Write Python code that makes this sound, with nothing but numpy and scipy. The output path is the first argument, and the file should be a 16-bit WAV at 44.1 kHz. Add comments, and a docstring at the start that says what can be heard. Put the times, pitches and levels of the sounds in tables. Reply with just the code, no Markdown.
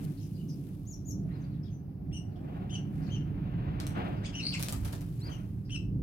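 """A walled yard: traffic rumbles throughout, with soft swishes (first to the right) and dry leaves on the left.
From the start distant birds answer as bare echoes; near ones follow with quick squeaks, two thin whistles
and the hollow whirr of flight, then arched chirps. Wings snap, a buzzing squabble with scolding notes ends in
a flurry of wingbeats; two squeaky glides and two last chirps follow, the first chirp faint. Notes are gliding
tones with harmonics, echoed by the walls; wings, air, leaves and the rest of the bed are shaped noise."""
import sys
import numpy as np
from scipy import signal
from scipy.fft import rfft, irfft, next_fast_len
from scipy.io import wavfile
from scipy.ndimage import map_coordinates

SR = 44100
rng = np.random.default_rng(int(sys.argv[2]) if len(sys.argv) > 2 else 0)


def master(y):
    """Save y as 16-bit WAV."""
    cut = np.clip(np.atleast_2d(y).T, -1, 1)
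    pcm = np.round(cut * 32767)  # scale
    wavfile.write(sys.argv[1], SR, pcm.astype(np.int16))


N = 265834


def amp(db):
    """Decibels to gain."""
    return 10 ** (np.asarray(db) / 20)


def unit(x):
    """x at rms 1."""
    return x / np.sqrt(np.mean(x ** 2) + 1e-20)


def along(points, hz):
    """Read (frequency, value) points on a log frequency axis."""
    f, v = np.transpose(points)
    return np.interp(np.log(hz + 1), np.log(f + 1), v)


def curve(rows):
    """Join (time, value) rows into one value per sample."""
    return np.interp(np.arange(N) / SR, *np.transpose(rows))


def wobble(rate, size=N):
    """A smooth random curve, rate knots a second."""
    knots = rng.standard_normal(int(size * rate / SR) + 4)
    return map_coordinates(knots, [np.arange(size) * rate / SR])


def filtered(x, response):
    """Shape the spectrum of x by a complex response of frequency."""
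    size = x.shape[-1]
    m = next_fast_len(size + 4096)  # spare room for delayed sound
    return irfft(rfft(x, m) * response(np.fft.rfftfreq(m, 1 / SR)), m)[..., :size]


def noise(colour, channels=2, size=N):
    """Independent coloured noises of overall rms 1."""
    white = rng.standard_normal((channels, size))
    return unit(filtered(white, lambda hz: amp(along(colour, hz))))


def placed(x, lag_ms, left_db):
    """A source at two microphones: the left hears it lag_ms later and left_db louder."""
    sides = np.array([[.5], [-.5]])
    return amp(left_db * sides) * filtered(x, lambda hz: np.exp(-2j * np.pi * hz * sides * lag_ms / 1000))


def add(track, s, x):
    """Mix x into the track at time s."""
    part = track[..., max(round(s * SR), 0):][..., :x.shape[-1]]
    part += x[..., :part.shape[-1]]


def swell(s, db, rise_s, fade_s):
    """Gain of a burst with its crest at s: up 20 dB in each rise_s, down 20 dB in each fade_s."""
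    t = np.arange(N) / SR - s
    return amp(db - 20 * np.maximum(-t / rise_s, t / fade_s))


def together(gains):
    """Unrelated bursts add in power."""
    return np.linalg.norm(list(gains), axis=0)


# decay of the walls' tail, before the early boost: (frequency [Hz], time to fall 60 dB [s])
YARD_DECAY = [(200, 0.55), (2500, 0.31), (6000, 0.28), (12000, 0.2)]


def yard(x, early_db=0., early_s=0.35, clump_db=3.5):
    """The walls answer in an uneven, fading tail of clumped echoes, different at each microphone."""
    hz, t, z = signal.stft(rng.standard_normal((2, SR * 3 // 5)), SR, nperseg=256)
    decay = amp(-60 * t / along(YARD_DECAY, hz)[:, None])
    early = 1 + amp(early_db) * np.exp(-t / early_s)
    onset = 1 - np.exp(-t / 0.0018)
    tail = signal.istft(z * decay * early * onset, SR, nperseg=256)[1]
    tail = tail * amp(clump_db * wobble(900, tail.shape[1]))
    return signal.fftconvolve(x[None], tail / np.linalg.norm(tail[0]), axes=1)


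TOP_HZ = 16200  # band limit
# hoarse partials at 1/2, 3/2 and 5/2 of the pitch: (level [dB, relative]) for each
HALF_PARTIALS = (-3, -1, -10)


def syrinx(length, crest, start_hz, crest_hz, end_hz, overtones_db, rough, rise=2.8, fall=1.8,
           jitter=0.052, swell_db=3.0, rasp_db=-9.5, split_db=-8.0, attack=0.18, release=0.056,
           trill=0., trill_hz=175.7, brighten_db=0.0):
    """One note: pitch glides through a crest as pressure builds; an unsteady membrane rasps and trills."""
    size = int(length * SR)
    u, crest = np.linspace(0, 1, size), np.clip(crest, .05, .95)  # u: place within the note
    before = np.maximum(1 - u / crest, 0)
    after = np.maximum((u - crest) / (1 - crest), 0)
    glide = crest_hz + (start_hz - crest_hz) * before ** rise + (end_hz - crest_hz) * after ** fall
    shake = jitter * wobble(905, size) + trill * np.sin(2 * np.pi * trill_hz * length * u)
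    pitch = glide * (1 + rough * shake)
    phase = 2 * np.pi * np.cumsum(pitch) / SR
    upper = sum(amp(db) * np.sin(k * phase) * (k * pitch < TOP_HZ) for k, db in enumerate(overtones_db, 2))
    tone = np.sin(phase) + amp(brighten_db * (u - .5)) * upper  # overtones grow with the pressure
    # towards the end alternate cycles differ
    halves = sum(amp(db) * np.sin((k + .5) * phase) for k, db in enumerate(HALF_PARTIALS))
    rasp = 1 + rough * amp(rasp_db) * wobble(4200, size)
    tone = tone * rasp + rough * amp(split_db) * u ** 3 * halves
    edges = np.clip(u / attack, 0, 1) ** 2 * np.clip((1 - u) / release, 0, 1)
    pressure = edges * amp(swell_db * u) * amp(6 * rough * wobble(260, size))
    return np.sqrt(2) * tone * unit(pressure)


def overtones(pitch_hz, second_db, third_db, rolloff_db=-8.0):
    """Levels of harmonics 2 to 5: the throat passes little above the third, though deep notes keep more."""
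    fall_db = rolloff_db * (pitch_hz / 3000) ** 2
    return [second_db, third_db, third_db + fall_db, third_db + 2 * fall_db]


# the windpipe rings at a quarter and three quarters of a wave: (frequency [Hz], gain [dB])
WINDPIPE_GAIN = [(1300, -4), (2700, 2), (3200, -0.5), (4500, -0.5), (6000, 0), (7300, 0), (8500, 1.5),
                 (9200, -3), (11000, -4.5), (14000, -18)]


def windpipe(note):
    """Each harmonic flares as it glides through a resonance of the windpipe."""
    return filtered(note, lambda hz: amp(along(WINDPIPE_GAIN, hz)))


def heard(s, note, lag_ms, wall_db, left_db):
    """A note sung at time s, with the answer of the walls."""
    out = np.zeros((2, N))
    add(out, s, placed(note, lag_ms, left_db))
    add(out, s, amp(wall_db) * placed(yard(note), 0, left_db))
    return out


# traffic before trims: (time [s], deep rumble level [dB], engine body level [dB])
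TRAFFIC_LEVELS = [(0.0, -45.5, -35), (0.3, -47, -40.5), (0.48, -44.5, -37.5), (0.66, -48.5, -38),
                  (0.96, -44.5, -44), (1.14, -40.5, -35.5), (1.44, -44, -38.5), (1.98, -44.5, -42),
                  (2.1, -35, -38), (2.22, -43, -41.5), (2.94, -43, -35.5), (3.18, -36, -35.5),
                  (4.02, -37.5, -36.5), (4.44, -44, -39), (4.86, -35, -38), (4.92, -40, -39.5),
                  (5.64, -38.5, -41), (6.03, -33.5, -33)]
# colour of the deep rumble: (frequency [Hz], density [dB per Hz, relative])
DEEP_COLOUR = [(18, -50), (30, -11.5), (42, -4.5), (70, -2), (88, -2.5), (104, 2.5), (120, 1.5),
               (150, -29.5), (300, -77.5)]
# colour of the engine body: (frequency [Hz], density [dB per Hz, relative])
BODY_COLOUR = [(80, -31), (115, -21), (135, 3), (163, 1), (200, -3), (232, -13), (290, -7.5), (330, -16.5),
               (380, -19), (450, -28), (800, -45.5), (2000, -71.5)]


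def traffic(deep_db=-1.0, body_db=-.5, hum_hz=104.8, hum_db=-4.5, spread_db=-12.0,
            deep_spread_db=-17.0, left_db=-2.0):
    """Far engines: a deep rumble with a wavering drone and a higher body, nearly alike at both microphones."""
    deep_gain, body_gain = (amp(curve(np.array(TRAFFIC_LEVELS)[:, [0, k]])) for k in (1, 2))
    hum = np.sin(2 * np.pi * np.cumsum(hum_hz + 3 * wobble(7)) / SR)
    drone = np.sqrt(2) * hum * unit(amp(3.2 * wobble(3.8)))
    deep = placed(noise(DEEP_COLOUR, channels=1)[0] + amp(hum_db) * drone, -0.0037, -2.8)
    deep = deep + amp(deep_spread_db) * noise(DEEP_COLOUR)
    body = placed(noise(BODY_COLOUR, channels=1), -0.18, left_db) + amp(spread_db) * noise(BODY_COLOUR)
    return amp(deep_db) * deep_gain * deep + amp(body_db) * body_gain * body


# swishes before trim: (crest time [s], level [dB], rise over 20 dB [s], fade over 20 dB [s])
SWISH_BURSTS = [(0, -58.5, .1, 0.3), (.69, -65.5, 0.088, 0.14), (1.33, -59, 0.12, 0.52),
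                (2.551, -54.5, 0.24, 0.62), (3.08, -55, 0.21, 0.16), (3.8, -50, 1.08, 1),
                (3.977, -40, 0.06, 0.32), (4.7, -55, 1.9, 0.57), (5.271, -51, 0.086, 0.28)]
SWISH_REST_DB = -75.5  # floor between the swishes, before trim
# colour of a swish before the wall echo: (frequency [Hz], density [dB per Hz, relative])
SWISH_SPECTRUM = [(60, -6), (200, 7.5), (400, 4), (560, 5.5), (750, 6), (1000, 2), (1500, 0), (2100, -5),
                  (2700, -5), (3600, -13), (5000, -26), (8000, -45), (16000, -41.5)]


def swishes(gain_db=-1.0, diffuse_db=-2.0, lag_ms=0.45, left_db=4.0, flutter_db=1.3, echo_db=-3.5,
            comb_hz=91.76):
    """Fluttering swishes, first at the right but stronger at the left, combed by the nearest wall's echo."""
    rush = placed(noise(SWISH_SPECTRUM, channels=1), lag_ms, 0) + amp(diffuse_db) * noise(SWISH_SPECTRUM)

    def wall(hz):
        dull = 1 + (hz / 1500) ** 2  # the echo loses its treble
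        return 1 + amp(echo_db) / dull * np.exp(-2j * np.pi * hz / comb_hz)

    rush = filtered(rush, wall)
    level = np.hypot(together(swell(*row) for row in SWISH_BURSTS), amp(SWISH_REST_DB))
    return level * amp(gain_db + flutter_db * wobble(55)) * placed(rush, 0, left_db)


# leaf rustles before trim: (crest time [s], level [dB], fade over 20 dB [s])
# a negative fade turns the burst round: slow to build, quick to drop
LEAF_BURSTS = [(0, -60, 1.5), (0.051, -49, -0.03), (0.681, -65.5, -0.93), (1.319, -74.5, 0.6),
               (2.97, -67, .5), (4.66, -52.5, 0.72), (5.3, -64, -1.2)]
RUSTLE_RISE = 0.43  # rise time over fade time
# colour of dry leaves: (frequency [Hz], density [dB per Hz, relative])
LEAF_SPECTRUM = [(800, -32), (2500, 2.5), (5000, 0), (8000, -1), (12000, 3.5), (16000, -4.5)]


def leaves(gain_db=-3.5, crackle_db=2.0, left_db=8.0):
    """Dry leaves rustle in tiny uneven crackles, some stirred quickly and slow to settle, some the reverse."""
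    crackle = unit(amp(crackle_db * wobble(400) + 0.46 * wobble(32)))
    level = together(swell(s, db, RUSTLE_RISE * fade_s, fade_s) for s, db, fade_s in LEAF_BURSTS)
    return level * amp(gain_db) * placed(crackle * noise(LEAF_SPECTRUM), 0, left_db)


# calls from far off: (time [s], length [s], crest pitch [Hz], level [dB], sweep and roughness [ratio])
DISTANT_CALLS = [(0.166, 0.021, 4510, -64.5, 1), (0.19, .04, 6000, -63, 0.66),
                 (0.188, 0.033, 3120, -70, 0.52), (0.324, 0.037, 4740, -67, 0.43),
                 (.362, .055, 3010, -69, .45), (1.281, 0.037, 2000, -66.5, .9),
                 (1.296, .06, 4150, -74, 0.4), (1.33, .04, 5180, -74, .85), (1.388, 0.033, 6500, -75, .6),
                 (1.45, .1, 4570, -76.5, 1), (1.6, 0.085, 5160, -71, 1), (1.629, 0.055, 3590, -71, 0.7),
                 (1.695, 0.055, 6210, -71.5, 0.19), (2.297, 0.065, 4520, -72.5, 1.23),
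                 (2.998, .075, 5220, -66.5, 0.98), (4.136, .046, 5330, -72.5, .65),
                 (5.635, 0.054, 5040, -71, 0.87)]


def far_birds(droop=0.26, left_db=3.5):
    """Distant chirps arrive only as echoes; the harsh ones sweep widest."""
    out = np.zeros((2, N))
    for s, length, hz, db, rough in DISTANT_CALLS:
        low = hz * (1 - droop * rough)
        note = amp(db) * syrinx(length, 0.5, low, hz, low, [-22], rough, swell_db=4.0,
                                jitter=.085, rasp_db=-10.)
        add(out, s, placed(yard(note), 0, left_db))
    return out


# squeaks and scolding notes, each with its own glide: (time [s], length [s], crest place [0-1],
# start [Hz], crest [Hz], end [Hz], level before the windpipe [dB], 2nd harmonic [dB], 3rd harmonic [dB],
# roughness [0-1], left lag [ms], wall echo [dB])
SCOLD_NOTES = [ (0.483, 0.011, .8, 4500, 6430, 6240, -64, -13, -35, 0, 0, 4),
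               (.490, 0.013, .05, 5970, 5980, 4580, -62, -20, -34, 0.1, -0.024, 6.5),
               (1.415, 0.014, .1, 6420, 6300, 5650, -72, -25, -40, .15, 0, -6),
               (1.426, .022, 1, 2990, 4870, 4800, -75, -27, -40, 0.3, 0, 6),
               (4.229, 0.0221, 1, 1495, 2190, 2150, -57, -7, -12, 0.38, -0.097, 3.5),
               (4.238, 0.021, .95, 954, 1714, 1690, -57, 11.5, 7.5, 0.26, -0.16, 12.5),
               (4.515, .012, 0, 4500, 4540, 2600, -47.5, -16, -30, 0.4, -.12, 6),
               (4.530, .027, .3, 2754, 2632, 1910, -41, -7, -8.5, 0.76, -.12, -0.5),
               (4.531, 0.024, .25, 4510, 5290, 4100, -47, -18, -35, 0.5, -0.15, 0),
               (5.189, 0.032, .95, 1910, 2720, 2690, -64, 11, 10, 0, 0.28, -8),
               (5.203, 0.087, 0.79, 3620, 4860, 3910, -55, -32, -40, 0.15, 0.19, -7.5)]


def scolds(left_db=3.0):
    """Quick glides; the harsher the note, the more it rasps and trills."""
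    out = np.zeros((2, N))
    for (s, length, crest, start_hz, hz, end_hz, db, second_db, third_db,
         rough, lag_ms, wall_db) in SCOLD_NOTES:
        note = syrinx(length, crest, start_hz, hz, end_hz, overtones(hz, second_db, third_db), rough,
                      rise=1.6, swell_db=5.0, jitter=.055, trill=0.05, rasp_db=-6.)
        out += heard(s, amp(db) * windpipe(unit(note)), lag_ms, wall_db, left_db)
    return out


# thin high whistles: (time [s], arch length [s], level [dB], 2nd harmonic [dB], wall echo [dB])
WHISTLE_NOTES = [(.853, 0.075, -55, -25, -3.5), (1.039, 0.065, -53.5, -19, -0.5)]
# pitch of the arch: (start [Hz], crest [Hz], end [Hz])
WHISTLE_ARCH = (5040, 7180, 6150)
# pitch of the short low note that closes a whistle: (start [Hz], crest [Hz], end [Hz])
WHISTLE_FOOT = (5250, 5730, 6040)


def whistles(foot_second_db=9.0, foot_s=0.019, foot_db=1.0, foot_wall_db=-1.0, left_db=4.5):
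    """A nearly pure arch that brightens as it sinks and breaks to a short lower note at its end."""
    out = np.zeros((2, N))
    for s, length, db, second_db, wall_db in WHISTLE_NOTES:
        arch = syrinx(length, .45, *WHISTLE_ARCH, [second_db], rough=0.2, rise=1.3, fall=1.2,
                      swell_db=11.0, attack=0.32, brighten_db=21.5, split_db=-45.)
        foot = syrinx(foot_s, 0.74, *WHISTLE_FOOT, [second_db + foot_second_db], rough=0.19, attack=0.2)
        out += heard(s, amp(db) * arch, 0, wall_db, left_db)
        out += heard(s + length, amp(db + foot_db) * foot, 0, foot_wall_db, left_db)
    return out


# birds in flight before trim: (crest time [s], level [dB], rise and fade over 20 dB [s], pitch [ratio])
FLIGHTS = [(1.241, -56, 0.5, .95), (2.42, -53.5, 0.6, .88), (2.55, -49, 0.84, 1.06), (3.7, -56.5, 0.8, 1),
           (3.981, -32, 0.0154, 1), (4.068, -41, 0.27, 0.973)]
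# colour of a flight at pitch ratio 1, before the echo: (frequency [Hz], density [dB per Hz, relative])
WHIRR_COLOUR = [(150, -25), (300, 15.5), (550, -1.5), (730, 9), (900, -13), (1300, -13.5), (2500, -35.5),
                (6000, -34.5)]


def whirr(gain_db=-1.5, beat_hz=25.75, beat_db=2.0, echo_db=-2.5, comb_hz=89.36, left_db=-0.5):
    """Wings churn the air with a hollow throb, pitched per flight and combed by the nearest wall's echo."""
    beat_phase = 2 * np.pi * np.cumsum(beat_hz + 2 * wobble(4.0)) / SR
    beats = unit(amp(beat_db * np.sin(beat_phase)))
    air, t = np.zeros((2, N)), np.arange(-SR, SR) / SR
    for s, db, fade_s, pitch in FLIGHTS:
        colour = [(hz * pitch, level) for hz, level in WHIRR_COLOUR]
        add(air, s + t[0], amp(db - 20 * abs(t) / fade_s) * noise(colour, size=len(t)))
    air = filtered(air, lambda hz: 1 + amp(echo_db) * np.exp(-2j * np.pi * hz / comb_hz))
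    air = air / np.hypot(1, amp(echo_db))  # the echo adds no power overall
    return amp(gain_db) * placed(beats * air, 0, left_db)


# arched chirps: (time [s], length [s], crest [Hz], end [Hz], level before the windpipe [dB],
# 2nd harmonic [dB], 3rd harmonic [dB], roughness [0-1], left lag [ms], wall echo [dB])
CHIRP_NOTES = [ (2.122, 0.06, 3025, 2746, -56, -1.5, -9.5, 0.31, .09, 0),
               (2.699, .069, 3208, 2747, -49, -6.5, -17, 0.49, .40, -2.5),
               (3.098, 0.073, 3190, 2820, -52.5, -8, -32, 0.47, -.45, -2.5),
               (4.336, 0.078, 3037, 2596, -46, -5.5, -23, 0.6, .42, -3),
               (5.285, .056, 3190, 2777, -67, -5, -20, 0.74, 0, 9.5),
               (5.700, .067, 3070, 2540, -46.5, -7, -14.5, 0.48, .07, -3)]
CHIRP_START, CHIRP_CREST_AT = .83, 0.413  # start pitch over crest pitch, crest place 0-1
# opening flick: length [s], start and end over the chirp's crest pitch, level [dB re chirp], lead [s]
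FLICK_S, FLICK_FROM, FLICK_TO, FLICK_DB, FLICK_LEAD_S = 0.013, .5, 1.1, -12, .011


def chirps(left_db=5.0):
    """Every chirp opens with a quick upward flick, then follows the same arch, growing hoarse as it sinks."""
    out = np.zeros((2, N))
    for s, length, hz, end_hz, db, second_db, third_db, rough, lag_ms, wall_db in CHIRP_NOTES:
        flick = syrinx(FLICK_S, 0.66, FLICK_FROM * hz, FLICK_TO * hz, FLICK_TO * hz, [-18], 2 * rough,
                       rise=0.58, swell_db=11.0)
        arch = syrinx(length, CHIRP_CREST_AT, CHIRP_START * hz, hz, end_hz,
                      overtones(hz, second_db, third_db), rough, rise=1.92, fall=1.596, swell_db=6.5,
                      attack=0.1, jitter=.055, trill=.04, rasp_db=-11., split_db=-9.)
        out += heard(s - FLICK_LEAD_S, amp(db + FLICK_DB) * flick, lag_ms, wall_db, left_db)
        out += heard(s, amp(db) * windpipe(arch), lag_ms, wall_db, left_db)
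    return out


# wing strokes: (time [s], snap level before its lift [dB], feather level [dB], air push level [dB],
# treble tilt reached at 15 kHz [dB])
WING_STROKES = [(3.8012, -33.5, -48, -56, -12), (3.8678, -31, -56, -66, -5),
                (4.5955, -34.5, -46, -46.5, -2), (4.6110, -40, -51, -58, 0), (4.6266, -26.5, -42, -56, 0),
                (4.6855, -32, -46, -49.5, 0), (4.7252, -31, -48.5, -45.5, 0), (4.8480, -44, -47.5, -46, 0),
                (4.8765, -46, -54, -55, -1), (4.924, -50, -47, -47.5, -2), (4.952, -45, -58, -60, -2),
                (5.0095, -47, -59, -56, 0)]
# snap echoes off the nearest hard surfaces: (delay [s], level [dB])
HARD_ECHOES = [(.0075, -10.5), (.016, -19), (.039, -19)]
# colour of the feathers: (frequency [Hz], density [dB per Hz, relative])
FEATHER_COLOUR = [(500, -16), (1500, 1), (4000, 6.5), (7000, 2.5), (11000, 7), (16000, -3)]
# colour of the pushed air: (frequency [Hz], density [dB per Hz, relative])
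PUSH_COLOUR = [(80, 0), (200, -2), (400, 2), (800, 1), (1800, -6), (4000, -15), (9000, -20.5)]


def wings(brush_peak_s=0.00485, push_peak_s=0.0085, snap_s=.0005, snap_lift_db=6., wall_db=-4.5,
          left_db=2.5):
    """Each stroke snaps the feather tips, brushes the vanes together and pushes a puff of air."""
    out, size = np.zeros((2, N)), SR // 8
    t = np.arange(size) / SR
    feathers, pushes = noise(FEATHER_COLOUR), noise(PUSH_COLOUR)

    def puff(peak_s):
        return t / peak_s * np.exp(1 - t / peak_s)

    snap = np.exp(-t / snap_s)
    for delay, db in HARD_ECHOES:
        snap = snap + amp(db) * (t > delay) * np.exp(-abs(t - delay) / snap_s)
    for i, (s, snap_db, feather_db, push_db, top_db) in enumerate(WING_STROKES):
        own = slice(i * size, (i + 1) * size)  # fresh noise for each stroke
        brush = puff(brush_peak_s) * amp(2.8 * wobble(610, size))
        stroke = (amp(snap_db + snap_lift_db) * snap + amp(feather_db) * brush) * feathers[:, own]
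        stroke = filtered(stroke, lambda hz: amp(along([(6000, 0), (15000, top_db)], hz)))
        push = amp(push_db) * puff(push_peak_s) * pushes[:, own]
        stroke = placed(stroke + push, -0.1, left_db)
        add(out, s, stroke)
        add(out, s, amp(wall_db) * placed(yard(stroke[0]), 0, left_db))
    return out


# the loud buzz of the squabble, before trim: (time [s], pitch [Hz], level [dB])
BUZZ_GLIDE = [(4.400, 3950, -60), (4.418, 4100, -48), (4.433, 4290, -39), (4.463, 4490, -36),
              (4.497, 4600, -36.5), (4.506, 4760, -46), (4.517, 4720, -51)]
BUZZ_RATE_HZ, BUZZ_SWEEP_HZ, BUZZ_PULSE_DB = 128, 190, 6  # mean pulse rate, pitch and level swing (each +-)


def buzz(gain_db=2.0, second_db=-20.0, half_db=-20., uneven=.09, jitter=.027, rasp=.1, lag_ms=0.076,
         wall_db=-2.5, left_db=4.0):
    """A rising rasp chopped into fast uneven pulses, each a small sweep; a weak tone lies an octave below."""
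    s, hz, db = np.transpose(BUZZ_GLIDE)
    t = np.arange(s[0], s[-1], 1 / SR)
    beat = 2 * np.pi * np.cumsum(BUZZ_RATE_HZ * (1 + uneven * wobble(90, len(t)))) / SR
    glide = np.interp(t, s, hz) * (1 + jitter * wobble(1100, len(t)))
    phase = 2 * np.pi * np.cumsum(glide - BUZZ_SWEEP_HZ * np.sin(beat)) / SR
    tone = np.sin(phase) * (1 + rasp * wobble(5000, len(t)))
    tone = tone + amp(second_db) * np.sin(2 * phase) + amp(half_db) * np.sin(phase / 2)
    pulses = unit(amp(BUZZ_PULSE_DB * np.cos(beat) + 3.2 * wobble(200, len(t))))
    level = amp(gain_db + np.interp(t, s, db))
    return heard(s[0], level * pulses * tone, lag_ms, wall_db, left_db)


# colour of the faint hiss: (frequency [Hz], density [dB per Hz, relative])
HISS_COLOUR = [(100, 2.5), (600, 21.5), (1200, 10.5), (2500, -15), (5000, -0.5), (8000, -24), (11500, 0.5),
               (16000, -2.5)]


def scene(hiss_db=-68.5):
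    """Birds and yard over a faint steady hiss."""
    bed = traffic() + swishes() + leaves() + amp(hiss_db) * noise(HISS_COLOUR)
    birds = far_birds() + scolds() + whistles() + whirr() + chirps() + wings() + buzz()
    return bed + birds


def record(dry):
    """The recorder keeps nothing above its band limit."""
    return filtered(dry, lambda hz: hz < TOP_HZ)


dry = scene()
out = record(dry)
master(out)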